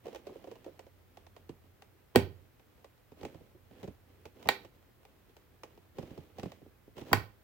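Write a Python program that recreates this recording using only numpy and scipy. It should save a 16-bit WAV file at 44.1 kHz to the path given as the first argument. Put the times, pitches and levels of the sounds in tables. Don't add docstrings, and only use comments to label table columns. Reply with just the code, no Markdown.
import sys
import numpy as np
from scipy import signal
from scipy.io import wavfile

SR = 44100
rng = np.random.default_rng(int(sys.argv[2]) if len(sys.argv) > 2 else 0)


def persist_wave(psi):
    counts = np.round(np.clip(psi, -1, 1) * 32767).astype(np.int16)
    wavfile.write(sys.argv[1], SR, np.atleast_2d(counts).T)


N = 327663
TIME = np.arange(N) / SR
BLOW_TIME = TIME[:SR // 12]
RING_TIME = TIME[:SR // 3]
BANDS_HZ = 15000 / 2 ** (np.arange(27)[::-1] / 3)
EDGES_HZ = np.geomspace(360, 16800, 23) - 300


def from_db(db):
    return 10 ** (np.asarray(db) / 20)


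def at_hz(table, hz):
    pitches, *columns = np.transpose(table)
    return [np.interp(np.log(hz), np.log(pitches), column) for column in columns]


def fade(t, t60):
    return np.exp(-np.log(1000) * t / t60)


def unit_energy(x):
    return x / np.sqrt(np.sum(x ** 2, axis=-1, keepdims=True) + 1e-30)


def band_pass(x, low, high):
    sections = signal.butter(2, [low, high], "band", fs=SR, output="sos")
    return signal.sosfilt(sections, x + 1e-18)


def third_octave(x, hz):
    return unit_energy(band_pass(x, hz / 2 ** (1 / 6), hz * 2 ** (1 / 6)))


def stereo(pair, pan_db, alike):
    alike, sides = np.clip(alike, -1, 1), np.array([[1], [-1]])
    mid, side = pair[..., :1, :], pair[..., 1:, :]
    mixed = np.sqrt((1 + alike) / 2) * mid + np.sqrt((1 - alike) / 2) * side * sides
    return mixed * from_db(sides * pan_db / 2)


def drift(rate):
    knots = np.arange(0, TIME[-1] + 1, 1 / rate)
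    return np.interp(TIME, knots, rng.standard_normal(len(knots)))


def add(out, sounds, times):
    for sound, s in zip(sounds, times):
        start = max(round(s * SR), 0)
        out[:, start:start + sound.shape[-1]] += sound[:, :N - start]


# f/Hz, left-right/dB, likeness (1 = identical)
DIRECT_SIDES = [(100, -10.5, 0.82), (348, -1, .92), (781, -8.5, 0.21), (1550, -1, 0.68), (3260, -5, 0),
                (5730, 9.5, 0), (9450, -3.5, .1), (14600, 12.5, 0.41)]


def microphones(hz):
    return at_hz(DIRECT_SIDES, hz)


# f/Hz, level/dB per third octave, left-right/dB, likeness
AIR_HISS = [(30.8, -72.5, -5, 0.44), (54.4, -71.5, 3, 0.11), (99, -76.5, 6, 0.97), (168, -79, -3.5, 0.25),
            (400, -77, -1, 0.28), (860, -80.5, -3.5, 0.13), (1720, -80, -1, 0.39), (3207, -83, -0.5, 0.1),
            (6500, -87, 2, 0.083), (9900, -86, -2, .1), (12500, -81, -0.5, 0.083), (14760, -77.5, 1, .1)]
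HUM_HZ, BUZZ_HZ = 89, 119
HUM_DB, HUM_SWELL_DB = -73.5, 6
HUM_PERIOD_S, HUM_CREST_S, HUM_WANDER_RAD = 2.55, 1.3, 0.99


def background(waver_db):
    white, hiss = rng.standard_normal((2, 2, N)), 0
    for k, hz in enumerate(BANDS_HZ):
        level_db, pan_db, alike = at_hz(AIR_HISS, hz)
        band = stereo(third_octave(white[k % 2], hz), pan_db, alike)
        hiss = hiss + from_db(level_db) * np.sqrt(N) * band
    swell_db = HUM_SWELL_DB * np.cos(2 * np.pi * (TIME - HUM_CREST_S) / HUM_PERIOD_S)
    hum_gain = from_db(HUM_DB + swell_db + waver_db * drift(36))
    hum = hum_gain * np.sin(2 * np.pi * HUM_HZ * TIME + HUM_WANDER_RAD * drift(18))
    buzz_gain = from_db(-74 + waver_db * drift(3.3))
    buzz = buzz_gain * np.sin(2 * np.pi * BUZZ_HZ * TIME + drift(1))
    return hiss + hum * from_db([[1], [7]]) + buzz * from_db([[-3], [3]])


# start t/s, end t/s, relative level/dB at the start,
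# swell/dB by the end
STROKES_OF_FINGERS = [(0.056, 0.174, -54.5, -4.5), (0.263, 0.732, -58, -6.5), (1.115, 1.507, -74, -10),
                      (3.183, 3.376, -57, -4), (3.735, 3.892, -60.5, -5), (4.1, 4.118, -63, -6),
                      (4.377, 4.51, -57.5, 5), (5.975, 6.25, -54, -5), (6.382, 6.506, -53.5, -3.5),
                      (6.985, 7.029, -44.5, -8), (7.076, 7.155, -50.5, 9)]
STROKE_ATTACK_S, STROKE_RELEASE_T60_S = 0.032, 0.305
RESTING_RUB_DB, RESTING_WAVER_DB = -72.5, 6.5


def pressure():
    total = from_db(RESTING_RUB_DB + RESTING_WAVER_DB * drift(20))
    for start, end, level_db, swell_db in STROKES_OF_FINGERS:
        attack = np.clip(1 + (TIME - start) / STROKE_ATTACK_S, 0, 1)
        release = fade(np.maximum(TIME - end, 0), STROKE_RELEASE_T60_S)
        stroke_db = level_db + np.interp(TIME, [start, end], [0, swell_db])
        total = total + attack * release * from_db(stroke_db)
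    return total


# f/Hz, relative level/dB per third octave
FRICTION_COLOUR = [(60, -31), (130, -22), (260, -10), (420, -8.5), (800, -17), (1400, -23.5), (3000, -18.5),
                   (6000, -28), (10000, -33), (15000, -27.5)]


def rubbing(slips_per_s, grain_db):
    slips = (rng.random(N) < slips_per_s / SR) * from_db(grain_db * rng.standard_normal(N))
    jerks = slips * rng.standard_normal((2, 2, N))
    sound = 0
    for k, hz in enumerate(BANDS_HZ):
        band = stereo(third_octave(jerks[k % 2], hz), *microphones(hz))
        sound = sound + from_db(at_hz(FRICTION_COLOUR, hz)[0]) * band
    return sound * np.sqrt(N) * pressure()


COLOUR_ZONES_HZ = [190, 450, 770, 2900, 12000]


def force(blows, hz):
    _, level_db, thud_db, *upper_db = np.transpose(blows)
    colours = [thud_db, 0 * level_db, *upper_db]
    table = np.column_stack([COLOUR_ZONES_HZ[:len(colours)], colours])
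    return from_db(level_db + at_hz(table, hz))[:, None, None]


def contacts(blows, spectrum, rattle, ring_db, ring_t60, lead):
    swell = BLOW_TIME / rattle
    ringing = from_db(ring_db) * np.tanh(swell) * fade(BLOW_TIME, ring_t60)
    envelope = swell ** 2 * np.exp(2 * (1 - swell)) + ringing
    impacts = rng.standard_normal((len(blows), 2, 2, len(BLOW_TIME))) * envelope
    sounds, out = 0, np.zeros((2, N))
    for k, (low, high) in enumerate(zip(EDGES_HZ, EDGES_HZ[1:])):
        hz, thirds = (low + high) / 2, 3 * np.log2(high / low)
        band = stereo(unit_energy(band_pass(impacts[:, k % 2], low, high)), *microphones(hz))
        gain = from_db(at_hz(spectrum, hz)[0]) * np.sqrt(thirds)
        sounds = sounds + force(blows, hz) * gain * band
    add(out, sounds, np.array(blows)[:, 0] - lead)
    return out


# f/Hz, relative level/dB, t60/s
BOARD_MODES = [(89, -31.5, 0.55), (106.5, -14.5, 0.3), (128.5, -19.5, .07), (189.8, -21, 0.26),
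               (245.4, -9.5, 0.11), (316, 1.5, 0.031), (391, 2.5, 0.037), (395, -16, .27), (453, -1.5, .04),
               (512.7, -19, 0.19), (626, -5.5, 0.037), (820, -2, 0.034), (839.3, -23.5, 0.19),
               (848, 0.5, 0.016), (943, -10.5, 0.072), (1015.5, -1, 0.024), (1511, -1, 0.028),
               (1496, -21, .14), (1868, 2, 0.029), (2000, -19, 0.08), (2240, -21, 0.14), (2345, -7, .035),
               (2630, -21.5, 0.12), (2822, -11, 0.043), (3210, -5, 0.033), (3880, -4.5, 0.018),
               (4550, -7, 0.03)]


def board(blows, scatter_db, port_lag, phase_spread):
    rings, out = 0, np.zeros((2, N))
    skews = phase_spread * rng.choice([-1, 1], len(BOARD_MODES))
    chance = rng.standard_normal((len(blows), len(BOARD_MODES), 2, 1))
    t = np.maximum(RING_TIME - np.array([[0], [port_lag]]), 0)
    sides = np.array([[1], [-1]])
    for k, (hz, level_db, t60) in enumerate(BOARD_MODES):
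        pan_db, alike = microphones(hz)
        phase = sides * skews[k] * (1 - alike)
        build_up = np.tanh(np.pi * hz * t)
        swing = build_up * np.sin(2 * np.pi * hz * t + phase)
        mode = (-1) ** k * swing * fade(t, t60) * from_db(sides * pan_db / 2)
        rings = rings + force(blows, hz) * from_db(level_db + scatter_db * chance[:, k]) * mode
    add(out, rings, np.array(blows)[:, 0])
    return out


def grazes(count):
    when, level, hardness = rng.uniform(0, 1, (count, 3)).T
    s = 2.5 + (5.9 - 2.5) * (np.arange(count) + when) / count
    return np.column_stack([s, -68.5 + 6 * level, -8 + 6 * hardness])


# t/s, relative level/dB, hardness/dB (about 0 nail, -30 flesh)
FINGER_TOUCHES = [(0.056, -34.5, -21.5), (0.066, -31, -26), (0.081, -33.5, -23), (0.128, -41, -16),
                  (0.147, -40, -8.5), (0.158, -39, -11), (0.268, -32.5, -19.5), (0.293, -32.5, -36),
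                  (0.317, -42, -37), (0.356, -35.5, -40), (0.441, -40, -18.5), (0.472, -32, -30),
                  (0.513, -34.5, -21.5), (0.555, -50, -9), (0.644, -55, -2), (0.662, -31.5, -30.5),
                  (0.678, -34.5, -34), (0.792, -42.5, -9.5), (0.865, -46.5, -19), (1.171, -51, -4),
                  (1.266, -53.5, -5.5), (1.364, -49, -7), (1.492, -38.5, -16), (1.821, -53.5, 0.5),
                  (2.595, -59, -8), (2.844, -49, -6.5), (3.118, -49, -16), (3.211, -46, -10.5),
                  (3.231, -39.5, -11.5), (3.25, -36, -9.5), (3.344, -43, -19), (3.408, -49.5, -24),
                  (3.548, -51, -32), (3.71, -48.5, -19), (3.83, -39, -13), (3.841, -38, -18),
                  (3.876, -38, -19), (4.254, -42, -9), (4.427, -53, 0), (4.473, -44, -2),
                  (4.648, -46, -10.5), (5.051, -56.5, -2), (5.366, -54.5, -2), (5.634, -41, -5.5),
                  (5.775, -52.5, -13), (5.984, -32, -17), (6.027, -40, -18), (6.107, -41.5, -22),
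                  (6.176, -39, -18), (6.384, -39.5, -12), (6.396, -46, -2.5), (6.431, -33.5, -13.5),
                  (6.457, -35.5, -20), (6.518, -48, -4), (6.616, -47.5, -31), (6.66, -50, -32),
                  (6.876, -49.5, -26), (6.967, -49.5, -11.5), (6.98, -42, -10), (7.013, -41, -13)]
KNOCK_DB, KNOCK_PER_HARDNESS = 6.5, 0.91
FLESH_THUD_DB, NAIL_THUD_DB = -1.5, -20.5
FLESH_HARDNESS_DB, NAIL_HARDNESS_DB = -11.5, -5
HAND_RESTS_S, HOVER_THUD_DB = 1.1, -30


def touch_colours():
    s, level_db, hardness_db = np.vstack([FINGER_TOUCHES, grazes(count=10)]).T
    hardness_limits = [FLESH_HARDNESS_DB, NAIL_HARDNESS_DB]
    thud_db = np.interp(hardness_db, hardness_limits, [FLESH_THUD_DB, NAIL_THUD_DB])
    thud_db = thud_db + HOVER_THUD_DB * (s < HAND_RESTS_S)
    knock_db = KNOCK_DB + KNOCK_PER_HARDNESS * hardness_db
    return np.column_stack([s, level_db, thud_db, knock_db, hardness_db])


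# f/Hz, relative level/dB per third octave
TAP_COLOUR = [(70, -4), (130, 0), (230, 2), (420, 6), (600, 1.5), (850, 3), (1400, -14), (2500, 3.5),
              (4200, -0.5), (7000, -4.5), (10000, -12.5), (15000, -8.5)]


def fingers(drag):
    touches = touch_colours()
    tick_db = touches[:, -1, None, None, None]
    ring_db = -9.0 - drag * np.minimum(tick_db, 0)
    taps = contacts(touches, TAP_COLOUR, rattle=0.0011, ring_db=ring_db, ring_t60=0.053, lead=0.0005)
    ringing = board(touches, scatter_db=2.5, port_lag=.00008, phase_spread=0.66)
    return from_db(13.0) * taps + from_db(-11.5) * ringing


# thud/dB, knock/dB, tick/dB, sheen/dB
LEVER_SLIDES = [(2.149, -30, 5, 3.5, -9, -43.5), (4.454, -38, 0.5, 1.5, -18, -26.5),
                (7.113, -37, 7.5, 9, -20, -20)]
# thud/dB, knock/dB, tick/dB, sheen/dB
LEVER_THROWS = [(2.159, -8.5, -4.5, -13.5, -10.5, -13.5), (4.4888, -23.5, -18.5, 3, 5.5, -3),
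                (7.1313, -25, 8, 10.5, 4.5, 4)]
# f/Hz, relative level/dB per third octave
CRACK_COLOUR = [(100, -24), (300, -17.5), (700, -13.5), (1250, -14), (1900, -9), (2800, -3), (4200, -4),
                (6000, -12.5), (7500, -3.5), (10000, -15), (12000, -9.5), (15000, -0.5)]


def switch():
    slide = contacts(LEVER_SLIDES, TAP_COLOUR, rattle=0.003, ring_db=3.0, ring_t60=0.23, lead=0.00021)
    crack = contacts(LEVER_THROWS, CRACK_COLOUR, rattle=0.00099, ring_db=-17, ring_t60=0.067, lead=.0015)
    ringing = board(LEVER_THROWS, scatter_db=3.0, port_lag=.00008, phase_spread=.8)
    return from_db(15.5) * (slide + crack) + ringing


# f/Hz, relative level/dB, t60/s, left-right/dB
ROOM_DECAY = [(80, -6, 0.24, -3.5), (200, -5.5, 0.1, -5.5), (400, -13.5, 0.36, -4.5), (970, -16, 0.13, -2),
              (2180, -7.5, 0.2, -5.5), (4500, -9, 0.27, 2), (8200, 0.5, 0.13, 1), (14900, -11.5, 0.33, 3)]


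def room(direct, build_up, wall_delay, wall_db, diffuse_db):
    source, white, tail = direct.mean(axis=0), rng.standard_normal((2, 2, N)), 0
    filling = np.exp(-1 / (build_up * SR))
    for k, (low, high) in enumerate(zip(EDGES_HZ, EDGES_HZ[1:])):
        hz = (low + high) / 2
        level_db, t60, pan_db = at_hz(ROOM_DECAY, hz)
        keep = fade(1 / SR, t60) ** 2
        power = band_pass(source, low, high) ** 2
        energy = signal.lfilter([(1 - keep) * (1 - filling)], np.poly([keep, filling]), power)
        noise = unit_energy(band_pass(white[k % 2], low, high))
        diffuse = stereo(noise, pan_db, microphones(hz)[1])
        tail = tail + from_db(level_db) * np.sqrt(N * np.abs(energy)) * diffuse
    echo = np.interp(TIME - wall_delay, TIME, band_pass(source, 4200, 14000), left=0)
    return from_db(diffuse_db) * tail + from_db(wall_db) * echo


def reflections(direct, per_s, t60, level_db):
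    shape = (2, len(RING_TIME))
    arrivals = (rng.random(shape) < per_s / SR) * rng.choice([-1, 1], shape)
    envelope = np.tanh(RING_TIME / 0.0011) * fade(RING_TIME, t60)
    response = unit_energy(band_pass(arrivals * envelope, 720, 5000))
    source = direct.mean(axis=0, keepdims=True)
    heard = signal.fftconvolve(source, response, axes=1)[:, :N]
    return heard * from_db(level_db + np.array([[-3], [3]]))


def scene():
    direct = switch() + fingers(drag=1.0) + rubbing(slips_per_s=2700, grain_db=2.0)
    tail = room(direct, build_up=0.00045, wall_delay=0.018, wall_db=-22.5, diffuse_db=-1.5)
    bounces = reflections(direct, per_s=2500, t60=0.29, level_db=-19)
    return direct + tail + bounces + background(waver_db=3.0)


def record(dry):
    high_pass = signal.butter(2, 55, "high", fs=SR, output="sos")
    thin = signal.sosfilt(high_pass, dry)
    rounded = .8 * np.tanh(thin / .8)
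    steep_cut = signal.ellip(10, .2, 80, 16100, fs=SR, output="sos")
    return signal.sosfilt(steep_cut, rounded)


dry = scene()
out = record(dry)
persist_wave(out)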